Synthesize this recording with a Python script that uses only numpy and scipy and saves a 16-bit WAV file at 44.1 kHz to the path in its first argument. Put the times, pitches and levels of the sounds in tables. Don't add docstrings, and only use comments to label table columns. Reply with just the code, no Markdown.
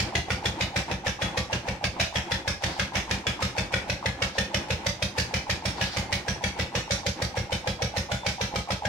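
import sys
import numpy as np
from scipy import signal
from scipy.fft import rfft, irfft, next_fast_len
from scipy.io import wavfile
from scipy.ndimage import uniform_filter1d, map_coordinates

SR = 44100
rng = np.random.default_rng(int(sys.argv[2]) if len(sys.argv) > 2 else 0)


def master(y):
    cut = np.clip(np.atleast_2d(y).T, -1, 1)
    pcm = np.round(cut * 32767)
    wavfile.write(sys.argv[1], SR, pcm.astype(np.int16))


N = 391608
FRAME = 16384
LEAD = 2205
T = (np.arange(FRAME) - LEAD) / SR
HZ = np.fft.rfftfreq(FRAME, 1 / SR)

# t/s, firing rate/Hz
ENGINE_SPEED = [(0.0, 6.574), (0.55, 6.581), (1.6, 6.452), (1.9, 6.335), (2.5, 6.213), (2.8, 6.342),
                (3.4, 6.39), (3.8, 6.318), (4.1, 6.148), (4.9, 6.262), (5.2, 6.348), (7.2, 6.41),
                (7.6, 6.761), (8.88, 6.808)]


def firing_times():
    speed_hz = np.interp(np.arange(N) / SR, *np.transpose(ENGINE_SPEED))
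    cycles_done = np.cumsum(speed_hz) / SR
    return np.searchsorted(cycles_done, np.arange(cycles_done[-1])) / SR


FIRINGS = firing_times()
CYCLES = len(FIRINGS)


def amp(db):
    return 10 ** (np.asarray(db) / 20)


def unit(x):
    return x / np.sqrt(np.mean(x ** 2) + 1e-20)


def along(points, hz):
    f, values = np.transpose(points)
    return np.interp(np.log(hz + 1), np.log(f + 1), values)


def each(values):
    return np.asarray(values)[:, None, None]


def at_firings(curve):
    times, *columns = np.transpose(curve)
    return [each(np.interp(FIRINGS, times, column)) for column in columns]


def on_nearest_firing(rows):
    times, db = np.transpose(rows)
    nearest = np.abs(FIRINGS - times[:, None]).argmin(axis=1)
    return each(np.bincount(nearest, db, CYCLES))


def scatter():
    return rng.standard_normal((CYCLES, 1, 1))


def wander(size, count):
    knots = rng.standard_normal((CYCLES, 1, count))
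    return unit(signal.resample(knots, size, axis=-1))


def wander_slowly(t, count=200):
    return map_coordinates(rng.standard_normal(count), [t / t[-1] * (count - 1)], mode="nearest")


def burst(start, rise, decay):
    age = np.maximum(T - start, 0)
    return (1 - np.exp(-age / rise)) * np.exp(-age / decay)


# f/Hz, likeness/0-1
STEREO_LIKENESS = [(100, 0.94), (300, 0.91), (700, 0.74), (1200, 0.23), (3000, 0.067), (10000, 0)]


def noise(gain, hz, count):
    draws = rng.standard_normal((2, count, len(hz), 2), dtype=np.float32)
    mid, side = draws.view(np.complex64)[..., 0]
    turn = np.arccos(np.clip(along(STEREO_LIKENESS, hz), -1, 1)) / 2
    mid, side = mid * np.cos(turn), side * np.sin(turn)
    left_right = np.stack([mid + side, mid - side], axis=1)
    return unit(irfft((left_right * gain).astype(np.complex64)))


def steady(colour, modes=()):
    hz = np.fft.rfftfreq(next_fast_len(N + 2, True) // 2 * 2, 1 / SR)
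    peaks_db = sum(db / (1 + (2 * (hz - centre) / width) ** 2) for centre, width, db in modes)
    return noise(amp(along(colour, hz) + peaks_db), hz, count=1)[0, :, :N]


# t/s, intake level/dB, knock level/dB, exhaust level/dB, churn level/dB
PART_LEVELS = [(0, -26, -28, -26.5, -40), (1, -26.5, -23.5, -28, -40.5), (2, -28, -26, -28.5, -43),
               (3, -27.5, -27, -28.2, -41.5), (4, -26.5, -22.5, -28, -41.5), (5, -32, -22.5, -27.5, -42),
               (6, -27, -28, -28, -41.5), (7, -28.5, -21.5, -27.5, -42.5), (8, -25, -22.5, -27.7, -46.5),
               (8.88, -24, -24, -28.5, -46)]
# f/Hz, relative level/dB
CHURN_COLOUR = [(20, -26), (45, -8), (120, -8.5), (170, 1), (260, 0.5), (335, 3), (410, -3.5), (530, -7.5),
                (830, 0), (1200, -8.5), (2200, -9.5), (5500, -25), (8000, -28.5), (15500, -51)]
# f/Hz, width/Hz, lift/dB
PUMP_FRAME_MODES = [(347, 12.4, 3.5), (534, 49, 8), (582, 17, -11), (790, 25, 4.5)]


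def churn(slosh_db=3.0):
    t = np.arange(N) / SR
    times, *_, churn_db = np.transpose(PART_LEVELS)
    slosh = unit(amp(slosh_db * unit(wander_slowly(t))))
    return amp(np.interp(t, times, churn_db)) * slosh * steady(CHURN_COLOUR, PUMP_FRAME_MODES)


# peak t/s, time from the peak to 1/e/s, level/dB
HISS_EVENTS = [(2.715, 0.085, -39.5), (4.367, 0.029, -41), (5.78, 0.014, -44), (5.853, 0.045, -33),
               (5.94, 0.027, -36)]
# f/Hz, relative level/dB
HISS_COLOUR = [(700, -20), (1600, 7), (2500, -3), (4800, 6), (7000, -11), (15000, -32)]


def hisses():
    t = np.arange(N) / SR
    swells = sum(amp(db) * np.exp(-((t - peak) / length) ** 2) for peak, length, db in HISS_EVENTS)
    return swells * steady(HISS_COLOUR)


# t/s, f/Hz, starting level/dB, t60/s
METAL_RINGS = [(1.378, 1152, -38, .45), (4.062, 1690, -39, 0.61), (5.814, 1680, -27, 0.2),
               (5.97, 2100, -37, 0.5), (6.128, 2210, -32, 0.29), (7.376, 2155, -37, 0.31),
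               (7.524, 3040, -29, 0.22), (7.675, 3310, -36, 0.36), (8.118, 3510, -41, 0.95)]


def rings():
    out = np.zeros(N + SR)
    age = np.arange(SR // 2) / SR
    for start, hz, db, t60 in METAL_RINGS:
        ring = amp(db - 60 * age / t60) * np.sin(2 * np.pi * hz * age)
        out[round(start * SR):][:len(age)] += ring
    return out[:N]


def rig():
    return churn() + hisses() + rings()


# f/Hz, t60/s
YARD_DECAY = [(100, 0.32), (600, 0.36), (2000, 0.28), (6000, 0.31), (14000, 0.26)]


def yard_tails():
    edges = np.log([hz for hz, t60 in YARD_DECAY])
    white = noise(1, HZ, count=CYCLES).astype(np.float32)
    age = np.arange(FRAME) / SR
    tails = 0
    for share, (hz, t60) in zip(np.eye(len(YARD_DECAY)), YARD_DECAY):
        fade = amp(-60 * age / t60) * (1 - np.exp(-age / 0.0091))
        fade = (fade / np.linalg.norm(fade)).astype(np.float32)
        band = np.interp(np.log(HZ + 1), edges, share).astype(np.float32)
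        tails = tails + rfft(white * fade) * band
    return tails


def boom(hz=195, start=0.01764, rise=0.0092, decay=0.018):
    phase = 2 * np.pi * hz * (1 + 0.018 * scatter()) * (T - start)
    return amp(1.3 * scatter()) * burst(start, rise, decay) * np.sin(phase)


# f/Hz, width/Hz, relative level/dB
SILENCER_MODES = [(60, 14, 0), (140, 23, 6.5)]
# delay t/s, relative signed gain
PUFF_PATHS = [(0, .7), (.0063, -2), (.0207, 2.25), (.025, 2.55), (.0358, 1.65), (.061, .4)]


def exhaust(soft_hz=185, mouth_hz=36, unsteady_s=.0005):
    silencer = 0
    for k, (centre, width, db) in enumerate(SILENCER_MODES):
        mode = 1j * HZ * width / (centre * centre - HZ ** 2 + 1j * HZ * width)
        silencer = silencer + (-1) ** k * amp(db) * mode
    open_end = (1j * HZ / (1j * HZ + 30)) ** 2
    open_end = open_end * (1 - 1 / (1 + (HZ / mouth_hz) ** 8))
    puff = silencer * open_end * np.exp(-(HZ / soft_hz) ** 2)
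    arrivals = 0
    for delay, gain in PUFF_PATHS:
        arrivals = arrivals + gain * amp(0.48 * scatter()) * np.exp(-2j * np.pi * HZ * delay)
    opening = LEAD / SR + unsteady_s * scatter()
    return amp(.5 * scatter()) * irfft(puff * arrivals * np.exp(-2j * np.pi * HZ * opening), FRAME)


# t/s from the firing, starting f/Hz, relative level/dB, decay/s
INTAKE_SURGES = [(-.032, 878, 1, 0.0066), (-.0191, 824, -1, 0.012)]


def intake(wander_rad=0.88, rough=0.53, sag_per_s=0.45, pitch_scatter=0.021, phase_scatter_rad=0.61):
    honk = 0
    stretch = 1 + pitch_scatter * scatter()
    for start, hz, db, decay in INTAKE_SURGES:
        age = np.clip(T - start, 0, None)
        turns = hz * stretch * (age - sag_per_s * age ** 2 / 2)
        phase = 2 * np.pi * turns + phase_scatter_rad * scatter()
        phase = phase + wander_rad * wander(FRAME, count=110)
        swell = burst(start + 0.0012 * scatter(), 0.0021, decay)
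        honk = honk + amp(db + 0.53 * scatter()) * swell * np.sin(phase)
    return honk * (1 + rough * wander(FRAME, count=150))


def knock(hz=545, width_s=0.0034, wall=0.24, wall_delay_s=0.026):
    phase = 2 * np.pi * hz * (1 + 0.034 * scatter()) * T + 1.63 * scatter()
    swell = np.exp(-(T / width_s) ** 2)
    swell = swell + wall * np.exp(-((T - wall_delay_s) / (2 * width_s)) ** 2)
    return amp(0.51 * scatter()) * swell * np.sin(phase)


# f/Hz, relative level/dB
VALVE_COLOUR = [(200, -3), (600, -35), (1200, -6.5), (2200, -2.5), (3500, -9.5), (5800, -13.5),
                (8000, -19.5), (15500, -36)]


def valve_gear(grain_db=3):
    load = 0.68 * burst(-0.022, 0.0026, 0.062) + np.exp(-np.abs(T + 0.0029) / 0.0038)
    rattle = noise(amp(along(VALVE_COLOUR, HZ)), HZ, count=CYCLES)
    return rattle * load * amp(grain_db * wander(FRAME, count=200))


# f/Hz, relative level/dB, t60/s
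BLOCK_MODES = [(1265, -15.5, 0.19), (1481, -13, 0.094), (1654, -4.5, 0.062), (1850, -3.5, 0.048),
               (2032, -3, 0.042), (2264, -2.5, 0.043), (2350, -1.5, 0.038), (2550, -6, 0.032),
               (3030, -17, 0.024), (3370, -4, 0.042), (3540, -27, 0.11)]


def block(modes_db=-11, lead_db=-4, lead_decay_s=0.0094, detune=0.013):
    hz, db, t60 = np.transpose(BLOCK_MODES)[..., None]
    modes = amp(db - 60 * np.maximum(T, 0) / t60) * np.exp(2j * np.pi * hz * T)
    modes = modes * np.clip(T / 0.00097, 0, 1)
    count = 2 * len(BLOCK_MODES)
    strengths = rng.standard_normal((CYCLES, 2, count)) + rng.standard_normal((CYCLES, 1, count))
    body = strengths @ np.concatenate([modes.real, modes.imag]) / np.sqrt(2)
    phase = rng.uniform(0, np.pi / 2, (CYCLES, 2, 1))
    odds = amp(db.ravel())
    lead_hz = each(rng.choice(hz.ravel(), CYCLES, p=odds / odds.sum())) * (1 + detune * scatter())
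    panel = burst(0, 0.00012, lead_decay_s) * np.sin(2 * np.pi * lead_hz * T + phase)
    return (amp(modes_db) * body + amp(lead_db) * panel) * amp([[1], [-2]])


# f/Hz, relative level/dB
CRASH_LEFT = [(250, -8), (600, -9), (1150, -9), (1600, -1), (2000, 0.5), (2280, 1), (2600, -3),
              (2900, -4.5), (3600, -2.5), (5000, -13), (6600, -18), (9000, -20.5), (15500, -35.5)]
# f/Hz, relative level/dB
CRASH_RIGHT = [(250, -21), (600, -3.5), (1250, -10.5), (1600, -5), (2000, -5), (2500, -1), (4400, -4),
               (5600, -1), (6500, -7.5), (7600, -16), (9000, -22), (15500, -34.5)]


def clang(clang_db, treble_db, patchy_db=3, grain_db=1.0, slap=0.26, wall=0.41,
          bright_scatter_db=1.45, crash_db=-1.0):
    colour = amp([along(CRASH_LEFT, HZ), along(CRASH_RIGHT, HZ)])
    treble = np.clip((HZ - 2800) / 1400, 0, 1)
    tilt_db = (treble_db + bright_scatter_db * scatter()) * treble
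    patches_db = patchy_db * wander(len(HZ), count=150)
    crash = noise(colour * amp(tilt_db + patches_db), HZ, count=CYCLES)
    blow = burst(-0.00019, 0.00099, 0.0093)
    blow = blow + slap * amp(3.5 * scatter()) * burst(0.00383, 0.00034, 0.0032)
    blow = blow + 0.36 * amp(5.7 * scatter()) * burst(0.013 + 0.0025 * scatter(), 0.0015, 0.0079)
    blow = blow + wall * burst(0.0242, 0.0033, 0.0097)
    blow = blow * amp(grain_db * wander(FRAME, count=300))
    return amp(clang_db) * (amp(crash_db) * crash * blow + block())


def port_lag(x, lag_s=0.0002):
    lead_and_lag = np.array([[1], [-1]])
    return irfft(rfft(x) * np.exp(1j * np.pi * HZ * lag_s * lead_and_lag), FRAME)


# t/s, relative level/dB, treble tilt of the crash/dB
CLANG_LEVELS = [(0, -19.5, -0.7), (1.2, -19.5, -1), (2, -18.5, -2.5), (3.5, -19, -.8), (4.5, -17.5, -0.2),
                (5.3, -21, 1.5), (7.2, -23, 3.7), (8.88, -23, 1.2)]
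# t/s, level over the usual clang/dB
FIRING_OFFSETS = [(.91, -3.5), (1.68, -5.5), (1.84, 2.5), (2.8, 2), (3.9, -2.5), (4.38, 2), (5.81, 0),
                  (7.06, 1.5), (7.37, -3.5), (8.26, 2)]
# t/s, level over the usual rattle/dB
LOOSE_RATTLES = [(.46, 5), (1.37, 5.5), (2.8, 1), (3.42, 9.5), (3.74, 4.5)]


def engine(clang_scatter_db=0.56, valve_db=-41.5, valve_scatter_db=3, after_db=-3.5, after_scatter_db=1.53):
    intake_db, knock_db, exhaust_db, _ = at_firings(PART_LEVELS)
    usual_db, treble_db = at_firings(CLANG_LEVELS)
    harder_db = clang_scatter_db * scatter()
    clang_db = usual_db + harder_db
    honk = amp(intake_db) * intake()
    thud = amp(knock_db) * knock()
    metal = amp(on_nearest_firing(FIRING_OFFSETS)) * clang(clang_db, treble_db - harder_db)
    rattle_db = valve_db + valve_scatter_db * scatter() + on_nearest_firing(LOOSE_RATTLES)
    rattle = amp(rattle_db) * valve_gear()
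    puff = amp(exhaust_db) * (amp(48.5) * exhaust() + amp(1.0) * boom())

    low = honk * amp([[-1], [.5]]) + thud * amp([[-1], [.7]]) + puff * amp([[-.3], [.2]])
    direct = port_lag(low) + metal + rattle

    sent = amp(-1.5) * honk + amp(-3.0) * thud + amp(-3.5) * rattle + amp(-11) * puff
    ring_db = after_db + after_scatter_db * scatter() - 0.33 * (clang_db - clang_db.mean())
    sent = sent + amp(ring_db) * metal
    cycles = direct + irfft(rfft(sent.astype(np.float32)) * yard_tails())

    out = np.zeros((2, N + 2 * FRAME))
    for start, cycle in zip(FIRINGS, cycles):
        out[:, max(round(start * SR), 0):][:, :FRAME] += cycle
    return out[:, LEAD:LEAD + N]


def scene():
    return engine() + rig()


def record(dry, top=0.29, top_hz=15900):
    rounded = dry / (1 + (dry / top) ** 4) ** (1 / 4)
    size = next_fast_len(N + FRAME)
    in_band = np.fft.rfftfreq(size, 1 / SR) < top_hz
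    return irfft(rfft(rounded, size) * in_band, size)[:, :N]


dry = scene()
out = record(dry)
master(out)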